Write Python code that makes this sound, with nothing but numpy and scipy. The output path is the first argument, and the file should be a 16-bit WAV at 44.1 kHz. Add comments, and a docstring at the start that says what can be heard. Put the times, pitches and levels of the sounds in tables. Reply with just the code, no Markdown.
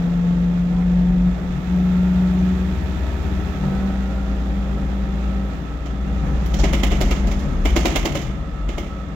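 """Rear seats of a moving diesel bus. The six-cylinder engine changes down, pulls and changes up: its
firings are sines booming through saloon resonances, under shaft orders, knocks and bursts of noise.
The axle drone follows road speed, and turbo and fans whistle faintly. Shaped noise makes the road;
on a rough stretch the rumble rises and a loose panel slams about ten times a second, ringing, as
fittings buzz. A few hoots and metal tinkles are heard as well."""
import sys
import numpy as np
from scipy import signal
from scipy.fft import rfft, irfft, next_fast_len
from scipy.io import wavfile

SR = 44100
rng = np.random.default_rng(int(sys.argv[2]) if len(sys.argv) > 2 else 0)


def write(x):
    x = np.atleast_2d(x).T
    wavfile.write(sys.argv[1], SR, np.round(np.clip(x, -1, 1) * 32767).astype(np.int16))


N = 403498
TIME = np.arange(N) / SR
SIZE = next_fast_len(N + SR // 10, True)
FREQS = np.maximum(np.fft.rfftfreq(SIZE, 1 / SR), 1)

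# engine speed: time_s, firing_hz
REVS = [(0, 51.82), (1.3, 53.5), (1.58, 73.54), (1.7, 77.74), (2.2, 78.06), (2.8, 81.67), (3.47, 81.6),
        (3.7, 71.75), (3.8, 65.96), (3.95, 59.22), (4.2, 57.97), (6.2, 58.86), (7, 60.1), (9.15, 59.1)]
# gear changes, down then up: start_s, end_s, axle_drone_change_db, engine_boom_change_db, floor_roar_change_db
SHIFTS = [(1.333, 1.688, -9.5, -6, 0.5), (3.648, 3.916, 2, -5.5, 6)]
# panel slams: time_s, level_db (among slams), then relative to it: thud_db, knock_db, sizzle_db, bounces_db
SLAMS = [(5.8592, -36.5, -0.5, -3, -6, 2), (6.46, -35, -17, -12, 8, 0), (6.541, -25, -8, -14, 0, 0),
         (6.597, -23.5, -2.5, -19, -8, -1), (6.6392, -22, 2, 1.5, -7, 3.5),
         (6.7332, -20.5, -3.5, 0, 2.5, -3.5), (6.8333, -20.5, -3, 0.5, 3, 2),
         (6.9195, -26.5, 3, 3, -2, 0.5), (7.0116, -19, -4.5, -4, 2, 4.5),
         (7.111, -20.5, -4.5, -1.5, -1, -5), (7.271, -29.5, -4.5, -12, -2, 0),
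         (7.314, -29.5, -4.5, -1.5, 1, 2), (7.393, -32, -30, -20, 0, 8), (7.655, -22, -0.5, 2, 3.5, -2),
         (7.7627, -16.5, -1, -3, 0.5, 0.5), (7.8547, -15.5, -1.5, -3, 0, 3.5),
         (7.9579, -17.5, -4, 0, 2.5, 3.5), (8.0547, -18.5, -2.5, -2, 0.5, -0.5),
         (8.124, -33, -10, -11.5, 2, 0), (8.153, -24, -2, 1.5, 2, -4), (8.2175, -29, -15, -13, 0, 4),
         (8.69, -32.5, 1, 2, -6, 6), (8.781, -28.5, -0.5, 1, 2, 1)]
# panel knock spectrum: freq_hz, relative_db
KNOCK_COLOUR = [(600, -11), (1000, 1.5), (1700, -8), (2100, 8.5), (2500, -0.5), (2850, 2), (3500, -1),
                (4500, -18.5), (7000, -13), (9000, -27.5)]
# panel thud spectrum: freq_hz, relative_db
THUD_COLOUR = [(90, -24), (200, 1.5), (340, 8), (480, -5), (700, 0), (1000, -10.5), (1600, -18),
               (4000, -47.5)]

SHIFT_RAMP_S = .1
ROUGH_START_S, ROUGH_END_S, ROUGH_RAMP_S = 6.1, 8.3, 0.36
MAX_SIDE_LAG_S = 1.3e-4


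def undb(db):
    """Decibels to gain."""
    return 10 ** (np.asarray(db) / 20)


def unit(x):
    """Scale to rms 1."""
    return x / np.sqrt(np.mean(x ** 2))


def curves(table):
    """Every column of a table, joined by straight lines in time."""
    time_s, *columns = np.transpose(table)
    return [np.interp(TIME, time_s, column) for column in columns]


def on_freqs(points):
    """Points joined on a log-frequency axis."""
    hz, value = np.transpose(points)
    return np.interp(np.log(FREQS), np.log(hz), value)


def response(hz, points):
    """Level in dB of a tone as it glides through a table of resonances."""
    return np.interp(hz, *np.transpose(points))


def during(start_s, end_s, ramp_s):
    """1 between two moments and 0 outside, with ramps centred on them."""
    return np.clip(.5 + np.minimum(TIME - start_s, end_s - TIME) / ramp_s, 0, 1)


def walk(rate_hz):
    """Smooth random wander with spread near 1, through rate_hz random knots a second."""
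    knots = rng.standard_normal(1024)
    place = TIME * rate_hz % 1023
    k = place.astype(int)
    part = place - k
    ease = part * part * (3 - 2 * part)
    return knots[k] + (knots[k + 1] - knots[k]) * ease


def fade(t60_s):
    """Exponential decay that loses 60 dB in t60_s."""
    return np.exp(-np.minimum(np.log(1000) * TIME / t60_s, 50))


def filtered(x, gains):
    """Apply a frequency response."""
    return irfft(rfft(x, SIZE) * gains, SIZE)[..., :N]


def colour(x, points):
    """Causal minimum-phase filter with the given spectrum, built from its cepstrum."""
    cepstrum = irfft(np.log(undb(on_freqs(points))), SIZE)
    cepstrum[1:SIZE // 2] *= 2
    cepstrum[SIZE // 2 + 1:] = 0
    return filtered(x, np.exp(rfft(cepstrum)))


def voiced(x, points):
    """Colour a stereo signal and bring its middle to rms 1."""
    y = colour(x, points)
    return y / np.std(y.mean(axis=0))


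def resonance(x, centre_hz, half_width_hz):
    """A sound heard through one two-pole resonance, at rms 1."""
    return unit(filtered(x, 1 / (1 + 1j * (FREQS - centre_hz) / half_width_hz) ** 2))


def turns(hz):
    """Cycles completed at a changing rate."""
    return np.cumsum(hz) / SR


def tone(cycles, db):
    """A sine with the given rms level."""
    return np.sqrt(2) * undb(db) * np.sin(2 * np.pi * cycles)


def spread(cycles, db):
    """A tone reaching the two sides with a random lag: the higher it is, the more their phases differ."""
    lag_samples = rng.uniform(-1, 1) * MAX_SIDE_LAG_S * SR
    return np.array([tone(cycles, db), tone(cycles + lag_samples * np.gradient(cycles), db)])


def diffuse():
    """Noise from all round the saloon: alike on both sides in the bass only."""
    # likeness of left and right: freq_hz, correlation
    likeness = [(60, .96), (130, .92), (290, .8), (640, .48), (1410, .02), (15000, .02)]
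    like = np.clip(on_freqs(likeness), 0, 1)
    mid, side = rng.standard_normal((2, N))
    side = filtered(side, np.sqrt((1 - like) / (1 + like)))
    return np.array([mid + side, mid - side])


def scatter(blows, decay):
    """The saloon's dense reflections: fresh noise whose power follows the blows."""
    power = signal.fftconvolve(blows ** 2, decay[:SR // 2] ** 2)[:N]
    return diffuse() * np.sqrt(np.maximum(power, 0) / power.mean())


def lifted():
    """How far the driver's foot is off the pedal, 0-1."""
    # accelerator: time_s, share_of_full_throttle
    throttle = [(5.45, 0.93), (5.65, 0.3), (5.87, 0.46), (6.15, 0.98), (7.3, 0.79), (7.95, 0), (8.35, 0.33),
                (8.95, 0.28)]
    pedal, = curves(throttle)
    return 1 - np.clip(pedal, 0, 1)


def effort():
    """Engine effort in dB over cruising: it follows speed and throttle, late by the turbo's lag."""
    cruise_hz, db_per_octave, lift_db, turbo_lag_s = 58.5, 5.5, -6.5, 0.2
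    hz, = curves(REVS)
    demand_db = db_per_octave * np.log2(hz / cruise_hz) + lift_db * lifted()
    keep = np.exp(-1 / (turbo_lag_s * SR))
    return signal.lfilter([1 - keep], [1, -keep], demand_db)


def gearbox():
    """Level changes in dB at the gear changes: axle drone, engine boom and floor roar."""
    return sum(np.outer(db, during(start_s, end_s, SHIFT_RAMP_S)) for start_s, end_s, *db in SHIFTS)


def engaged():
    """How firmly the top gear and the lower gear are engaged, 0-1; both let go during a change."""
    (down_start_s, down_end_s, *_), (up_start_s, up_end_s, *_) = SHIFTS
    top = 1 - during(down_start_s, up_end_s, SHIFT_RAMP_S)
    low = during(down_end_s, up_start_s, SHIFT_RAMP_S)
    return top, low


def road():
    """Bumps boom the body on its springs; driveline roars through the floor, tyres on the rough stretch."""
    # spectra: freq_hz, relative_db
    rumble_colour = [(15, -33.5), (26, 2.5), (42, 12), (52, 10), (68, 10), (85, 6), (105, -4.5), (200, -70)]
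    # driveline roar: freq_hz, relative_db
    roar_colour = [(60, -12), (98, -1.5), (125, -1), (148, 7.5), (175, 4), (220, -1.5), (270, -3.5),
                   (350, -8.5), (450, -9), (600, -11.5), (760, -16), (1000, -21), (2000, -29.5),
                   (6000, -55)]
    # tyre roar: freq_hz, relative_db
    tyre_colour = [(60, -8.5), (98, -2), (148, 13.5), (220, 5), (270, 2), (350, -8.5), (450, -7.5),
                   (600, -9.5), (1000, -16), (2000, -21.5), (6000, -53)]
    # bumps: peak_s, body_boom_hz, peak_level_db
    bump_list = [(1.13, 43, -23), (4.47, 44, -32), (6.62, 42, -15.5), (6.84, 48, -16.5), (7.05, 42, -16),
                 (7.27, 49, -16), (7.63, 40, -17), (7.73, 52, -13.5), (7.99, 43, -18.5), (8.28, 138, -26.5),
                 (8.66, 47, -20)]
    rumble_db, rough_rumble_lift_db = -33, 6.5
    driveline_db, throttle_lift_db, tyres_db = -34, -2.5, -29
    bump_rise_s, bump_settle_s, bump_pitch_waver = 0.073, 0.092, .12

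    rough = during(ROUGH_START_S, ROUGH_END_S, ROUGH_RAMP_S)
    rumble = voiced(diffuse(), rumble_colour) * undb(rumble_db + rough_rumble_lift_db * rough)
    bumps = 0
    for s, hz, db in bump_list:
        swell = np.exp(-np.maximum((s - TIME) / bump_rise_s, (TIME - s) / bump_settle_s))
        bumps = bumps + swell * tone(turns(hz * (1 + bump_pitch_waver * walk(25))), db)
    _, _, shift_db = gearbox()
    driveline_gain = undb(driveline_db + throttle_lift_db * lifted() + shift_db)
    driveline = voiced(diffuse(), roar_colour) * driveline_gain
    tyres = voiced(diffuse(), tyre_colour) * undb(tyres_db) * rough
    return rumble + bumps + (driveline + tyres) * undb(1.5 * walk(15))


def whistles():
    """The turbo tone spools up and runs down; the fans sing near a steady pitch over resonant air noise."""
    # turbo: time_s, pitch_hz, level_db
    turbo_track = [(1.5, 1244, -80), (2, 1380, -47.5), (2.45, 1525, -63), (2.8, 1740, -53),
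                   (3.45, 1758, -58), (3.6, 1570, -62), (3.72, 1517, -51), (4, 1428, -49.5),
                   (4.3, 1385, -49), (4.6, 1320, -79)]
    # fan's clean tone: time_s, level_db
    fan_tone_track = [(0, -50), (.6, -59), (1.6, -52.5), (2.1, -51), (2.8, -55), (3.1, -46.5), (3.9, -48),
                      (4.05, -62), (4.5, -58), (4.8, -52), (5.8, -48), (6, -63), (8.3, -62), (8.55, -47),
                      (9.15, -48.5)]
    # fan air resonances: centre_hz, half_width_hz, final_level_db
    fan_bands = [(1295, 28, -50.5), (1246, 60, -48), (2783, 36, -61), (3460, 100, -61.5)]
    fan_tone_hz, swell_from_db, swell_end_s = 1303, -7.5, 5.9

    hz, db = curves(turbo_track)
    turbo = spread(turns(hz * (1 + .0008 * walk(30))), db + 1.5 * walk(15))
    tone_db, = curves(fan_tone_track)
    fan_tone = spread(turns(fan_tone_hz * (1 + .0055 * walk(30))), tone_db + 2.2 * walk(14))
    air = diffuse()
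    bands = sum(resonance(air, centre, width) * undb(band_db) for centre, width, band_db in fan_bands)
    swell_db = swell_from_db * np.clip(1 - TIME / swell_end_s, 0, 1)
    return turbo + fan_tone + undb(swell_db) * bands


def hoots():
    """Soft short tones that swell and fade, perhaps trim rubbing."""
    # hoots: middle_s, length_s, pitch_hz, peak_level_db
    hoot_list = [(0.772, 0.14, 757, -44), (0.776, 0.11, 1010, -49), (1.121, 0.11, 760, -44),
                 (1.66, 0.19, 750, -52)]
    waver = 1 + .004 * walk(40)
    out = 0
    for middle_s, length_s, hz, db in hoot_list:
        swell = np.sqrt(np.maximum(1 - (2 * (TIME - middle_s) / length_s) ** 2, 0))
        out = out + spread(turns(hz * waver), db) * swell
    return out


def tinks():
    """Small metal parts tinkle: each contact is a decaying, beating cluster of four close partials."""
    # tinkles: start_s, pitch_hz, level_db (of each partial before averaging)
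    tink_list = [(2.39, 6020, -47.5), (5.86, 3097, -42), (6.54, 3054, -34.5), (6.545, 5850, -39),
                 (6.59, 5610, -30), (6.593, 6500, -34)]
    out = np.zeros((2, N))
    ring_s = TIME[:SR // 5]
    decay = np.exp(-np.log(1000) * ring_s / 0.16)  # t60 in s
    detunes = rng.uniform(-.035, .035, (len(tink_list), 4))
    for (s, hz, db), detune in zip(tink_list, detunes):
        cluster = tone(np.outer(hz * (1 + detune), ring_s), db).mean(axis=0)
        at = int(s * SR)
        out[:, at:at + len(ring_s)] += cluster * decay
    return out


def fittings():
    """Window frames and seats buzz in dense small contacts, stirred by each slam and the rough road."""
    # buzz spectrum: freq_hz, relative_db
    buzz_colour = [(800, -34.5), (1700, 4), (2200, 0.5), (3200, -0.5), (4500, -6), (6500, -1.5),
                   (7400, -7.5), (8600, -27), (11000, -18.5), (16000, -41)]
    rough_db, slam_db, settle_s = -54, -16.5, 0.069  # slam_db is relative to the slam
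    contacts_per_s, contact_t60_s, tail_t60_s = 220, .024, .45

    stir = undb(rough_db) * during(ROUGH_START_S, ROUGH_END_S, ROUGH_RAMP_S)
    for s, db, *_ in SLAMS:
        after = (TIME > s) * np.exp(-np.abs(TIME - s) / settle_s)
        stir = np.hypot(stir, undb(db + slam_db) * after)
    strengths = undb(4.0 * np.minimum(rng.exponential(size=N), 3))
    contacts = (rng.random(N) < contacts_per_s / SR) * strengths
    decay = fade(contact_t60_s) + undb(11.0) * fade(tail_t60_s)
    return voiced(scatter(contacts, decay), buzz_colour) * stir


def mode(blows, hz, t60_s):
    """One ringing mode; its pitch wanders as the loose panel seats differently from blow to blow."""
    detune = .04
    spin = np.exp(2j * np.pi * turns(hz * (1 + detune * walk(10))))
    keep = np.exp(-np.log(1000) / (t60_s * SR))
    ring = signal.lfilter([1], [1, -keep], blows * spin.conj() + 1e-18) * spin
    lag_s = rng.uniform(-1, 1) * MAX_SIDE_LAG_S
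    return np.array([ring.imag, (ring * np.exp(2j * np.pi * hz * lag_s)).imag])


def panel_contacts():
    """Each slam is a soft touch, a hard blow, later chatter and a run of weakening bounces."""
    bounce_count, bounce_db, bounce_loss_db, bounce_gap_s = 4, -11.5, -2.5, .004
    ticks, slams, thuds, sizzles, strikes = np.zeros((5, N))
    chances = rng.random((len(SLAMS), 5 + bounce_count))
    for (s, db, thud_db, knock_db, sizzle_db, bounces_db), chance in zip(SLAMS, chances):
        # delay_s, hard_part_db, soft_part_db
        contacts = [
            (-.0035 - .002 * chance[0], -10, -1),
            (.0007, -1, -2),
            (.002 + .002 * chance[1], -8, -10),
            (.028 + .015 * chance[2], -19, -24),
            (.043 + .01 * chance[3], -19, -22),
            (.055 + .015 * chance[4], -21, -24),
        ]
        for k, slip in enumerate(chance[5:]):
            rebound_db = bounces_db + bounce_db + bounce_loss_db * k
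            contacts.append(((k + 1 + slip) * bounce_gap_s, rebound_db, rebound_db))
        strikes[int(s * SR)] = undb(db + knock_db)
        for delay_s, hard_db, soft_db in contacts:
            at = int((s + delay_s) * SR)
            ticks[at] += undb(db + hard_db)
            sizzles[at] += undb(db + hard_db + sizzle_db)
            slams[at] += undb(db + hard_db + knock_db)
            thuds[at] += undb(db + soft_db + thud_db)
    return ticks, slams, thuds, sizzles, strikes


def panel():
    """A loose panel slams and chatters; main strikes ring its modes, and the saloon carries the tail."""
    # tick spectrum: freq_hz, relative_db
    tick_colour = [(1500, -28), (3200, 10.5), (4500, 6.5), (6000, 6.5), (7300, 7), (8600, -19.5),
                   (10500, -32), (16000, -33)]
    # sizzle spectrum: freq_hz, relative_db
    sizzle_colour = [(7000, -32), (8800, -8), (10500, 1.5), (16000, 1.5)]
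    # panel modes: pitch_hz, t60_s, relative_db
    modes = [(336.4, 0.29, -3), (423.8, 0.29, -8), (581, 0.093, 4), (725, 0.049, -1.5), (1248, 0.1, -3),
             (2065, 0.16, -6), (2150, 0.16, -2), (2310, 0.19, -3), (2460, 0.15, -9), (2710, 0.14, -4),
             (2860, 0.26, -7), (3107, 0.063, -10), (3430, 0.088, -22)]
    tick_t60_s, knock_t60_s, thud_t60_s = .055, .07, .065
    treble_tail_t60_s, saloon_tail_t60_s, ring_scatter_db = .33, .7, 3.8

    ticks, slams, thuds, sizzles, strikes = panel_contacts()
    # bending waves carry the treble first: a quick falling chirp
    arrival_s = .0035 * np.sqrt(2000 / np.maximum(FREQS, 300)) - .0012
    snap = filtered(strikes, np.exp(-2j * np.pi * np.cumsum(arrival_s) * SR / SIZE))
    direct = voiced(np.array([snap, snap]), KNOCK_COLOUR) * undb(-47.5)
    body = voiced(np.array([snap, snap]), THUD_COLOUR) * undb(-44)

    grain = undb(2.4 * walk(130))
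    treble_decay = fade(0.0047) + fade(tick_t60_s) + undb(-10.5) * fade(treble_tail_t60_s)
    knock_decay = fade(knock_t60_s) + undb(-6.5) * fade(saloon_tail_t60_s)
    thud_decay = fade(thud_t60_s) + undb(-8.5) * fade(saloon_tail_t60_s)
    tick = voiced(scatter(ticks, treble_decay) * grain, tick_colour) * undb(-49.0)
    sizzle = voiced(scatter(sizzles, treble_decay) * grain, sizzle_colour) * undb(-56.5)
    knock = voiced(scatter(slams, knock_decay) * grain, KNOCK_COLOUR) * undb(-44.5)
    thud = voiced(scatter(thuds, thud_decay), THUD_COLOUR) * undb(-36.0)

    # each blow favours other modes
    rings = sum(mode(strikes * undb(db + ring_scatter_db * walk(9.6)), hz, t60_s)
                for hz, t60_s, db in modes)
    return direct + body + tick + sizzle + knock + thud + undb(-42.5) * unit(rings)


def axle():
    """Final-drive teeth drone with road speed; level follows throttle, gear changes and floor resonances."""
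    # road speed: time_s, drone_hz
    speed_track = [(0, 173.2), (.6, 176.3), (1.2, 179.8), (1.8, 181.1), (2.4, 182.8), (3, 188.9),
                   (3.6, 191.3), (4.2, 194.6), (4.8, 195.6), (6.2, 194.8), (7, 197.2), (7.6, 198.2),
                   (8.4, 196.2), (9.15, 192.6)]
    # floor resonances for the drone: freq_hz, gain_db
    drone_body = [(173, -3), (177, -1), (179.4, 0.7), (182.3, 0), (185, -4.5), (187, -10), (190.3, -11),
                  (192.8, -8.5), (195, -14), (199, -7.5)]
    # drone's second to fifth harmonics: freq_hz, level_db
    overtone_body = [(350, -49.5), (368, -39), (382, -45), (392, -49), (520, -55), (570, -57), (586, -53),
                     (700, -49.5), (732, -60.5), (757, -58), (767, -44.5), (782, -46), (790, -52),
                     (875, -51.5), (910, -53), (925, -56), (980, -61)]
    # brief dips of the drone: start_s, end_s, change_db
    dips = [(1.34, 1.405, -6.5), (1.593, 1.664, -6), (2.74, 2.841, -11.5), (2.976, 3.282, -13),
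            (3.427, 3.618, -3.5), (5.559, 5.908, -9)]
    drone_db, throttle_lift_db = -15, -17.5
    whine_ratio, whine_db = 2.76, -50.5  # gearbox output whine, cycles per drone cycle

    hz, = curves(speed_track)
    shift_db, _, _ = gearbox()
    torque_db = throttle_lift_db * lifted() + shift_db
    cycles = turns(hz * (1 + 0.0015 * walk(10)))
    dips_db = sum(db * during(start_s, end_s, SHIFT_RAMP_S) for start_s, end_s, db in dips)
    # flutter grows away from the floor's main resonance
    body_db = response(hz, drone_body)
    flutter_db = (.6 + .09 * np.abs(body_db)) * walk(14)
    out = tone(cycles, drone_db + body_db + torque_db + dips_db + flutter_db)
    for k in range(2, 6):
        overtone_db = response(k * hz, overtone_body) + torque_db + 1.1 * walk(8.7)
        out = out + spread(k * cycles, overtone_db)
    return out + spread(whine_ratio * cycles, whine_db + torque_db + 2 * walk(7.2))


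def engine_boom(hz, firings):
    """Firing rate, its octave and a belt-driven auxiliary boom through the saloon's resonances."""
    # saloon resonances: freq_hz, gain_db
    boom_body = [(47, -24), (52, -6.5), (53.2, -2), (58.5, 1), (62, 1), (65, 2.5), (73, -8.5), (78, -12),
                 (81.5, -5.5), (90, -12.5), (106, -16), (122, -14.5), (135, -4.5), (146, 10.5), (156, -4.5),
                 (165, -12)]
    throttle_lift_db = -14
    lift = lifted()
    _, shift_db, _ = gearbox()
    boom = 0
    for cycles_per_firing, db in [(1, -22), (2, -27), (.796, -25)]:
        body_db = response(cycles_per_firing * hz, boom_body)
        level_db = db + body_db + throttle_lift_db * lift + shift_db + 1.0 * walk(11.0)
        boom = boom + tone(cycles_per_firing * firings, level_db)
    return boom


def engine_orders(shaft):
    """Each gear brings out its own engine and gearbox orders, which waver and fade off the throttle."""
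    # shaft orders: cycles_per_shaft_turn, top_gear_db, lower_gear_db
    order_list = [(1.5, -61.5, -45.5), (4.52, -59, -39.5), (5.5, -56.5, -44), (7.47, -39, -47),
                  (8.51, -43, -51), (11.12, -58, -44.5), (11.43, -50.5, -46.5), (13, -46, -55),
                  (14.54, -42, -49.5), (14.98, -52, -47.5), (22.96, -57, -50), (24.27, -56, -53.5),
                  (27.51, -48.5, -54.5), (28.44, -55, -66), (33.03, -52, -53), (35, -61, -56)]
    throttle_lift_db = -5.5
    top, low = engaged()
    orders = 0
    for k, top_db, low_db in order_list:
        gear_gain = top * undb(top_db) + low * undb(low_db)
        orders = orders + spread(k * shaft + .05 * walk(12), 2 * walk(6)) * gear_gain
    return orders * undb(throttle_lift_db * lifted())


def engine_block(shaft, effort_db):
    """Knocks of six cylinders: a random-phase cycle replayed every two shaft turns."""
    # block spectrum: freq_hz, relative_db
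    block_colour = [(90, -10.5), (120, -1), (165, 9), (215, 4.5), (290, 3), (380, -3), (510, -10.5),
                    (620, -10.5), (720, -15), (880, -13), (1100, -25.5), (1800, -29)]
    block_db = -34.5  # at cruising effort
    size, count = 4096, 200
    # whole shaft orders outweigh the half orders
    strength = undb(-1.5 * (np.arange(count) % 2))
    knocks = irfft(strength * np.exp(2j * np.pi * rng.random((2, count))), size)
    place = shaft / 2 % 1 * size
    mid, side = (np.interp(place, np.arange(size), knock) * undb(1.0 * walk(7.1)) for knock in knocks)
    return voiced(np.array([mid + .5 * side, mid - .5 * side]), block_colour) * undb(block_db + effort_db)


def combustion(firings, effort_db):
    """Noise bursts at each firing: clatter, the cover resonances it rings, and air hiss."""
    # clatter spectrum: freq_hz, relative_db
    clatter_colour = [(450, -13.5), (700, 0), (880, -3), (1040, -10.5), (1300, -5.5), (1550, -7.5),
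                      (1800, -6.5), (2240, -11.5), (2480, -8), (2900, -14), (3500, -11.5), (4500, -20),
                      (7000, -22), (8000, -29), (9500, -59)]
    # engine cover resonances: centre_hz, half_width_hz, level_db (at cruising effort)
    cover_bands = [(874, 60, -58.5), (1114, 41, -53.5), (1401, 45, -55.5), (1754, 79, -54),
                   (1922, 30, -55.5), (2153, 45, -57.5)]
    # hiss spectrum: freq_hz, relative_db
    hiss_colour = [(5000, -10), (8000, -10.5), (9200, -4.5), (11000, -0.5), (13000, 2), (16000, -3.5)]
    clatter_db, hiss_db = -43.5, -65.5  # at cruising effort
    cover_growth, hiss_growth = 0.57, 1.7  # dB per dB of effort

    bursts = 2.0 + np.exp(-(firings % 1) / 0.35)
    clatter = voiced(diffuse() * bursts * undb(0.77 * walk(25)), clatter_colour)
    clatter = clatter * undb(clatter_db + effort_db)
    knocking = diffuse() * bursts
    cover = sum(resonance(knocking, centre, width) * undb(db) for centre, width, db in cover_bands)
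    cover = cover * undb(cover_growth * effort_db)
    hiss = voiced(diffuse() * bursts, hiss_colour) * undb(hiss_db + hiss_growth * effort_db)
    return clatter + cover + hiss


def engine():
    """Six-cylinder diesel, three firings a shaft turn: boom, shaft orders, block knocks and combustion noise."""
    hz, = curves(REVS)
    effort_db = effort()
    firings = turns(hz * (1 + 0.0015 * walk(12)))
    shaft = firings / 3
    tones = engine_boom(hz, firings) + engine_orders(shaft)
    return tones + engine_block(shaft, effort_db) + combustion(firings, effort_db)


def scene():
    """Everything heard from the rear seats."""
    surroundings = road() + whistles() + hoots() + tinks()
    return surroundings + fittings() + panel() + axle() + engine()


def record(dry):
    """The left microphone port is muffled in the treble; the top is cut steeply."""
    # microphone pair: freq_hz, left_minus_right_db
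    port_balance = [(60, 1.5), (110, 7.5), (200, 0), (700, 0.5), (1290, -5.5), (2380, -7), (4400, -14),
                    (6000, -21.5), (8120, -35.5), (11000, -20.5), (15000, -16)]
    top_hz = 15850
    ratio = undb(on_freqs(port_balance))
    ports = np.array([ratio, np.ones_like(ratio)]) * np.sqrt(2 / (1 + ratio ** 2))
    heard = filtered(dry, ports)
    return signal.sosfilt(signal.ellip(10, .2, 80, top_hz, fs=SR, output="sos"), heard)


dry = scene()
out = record(dry)
write(out)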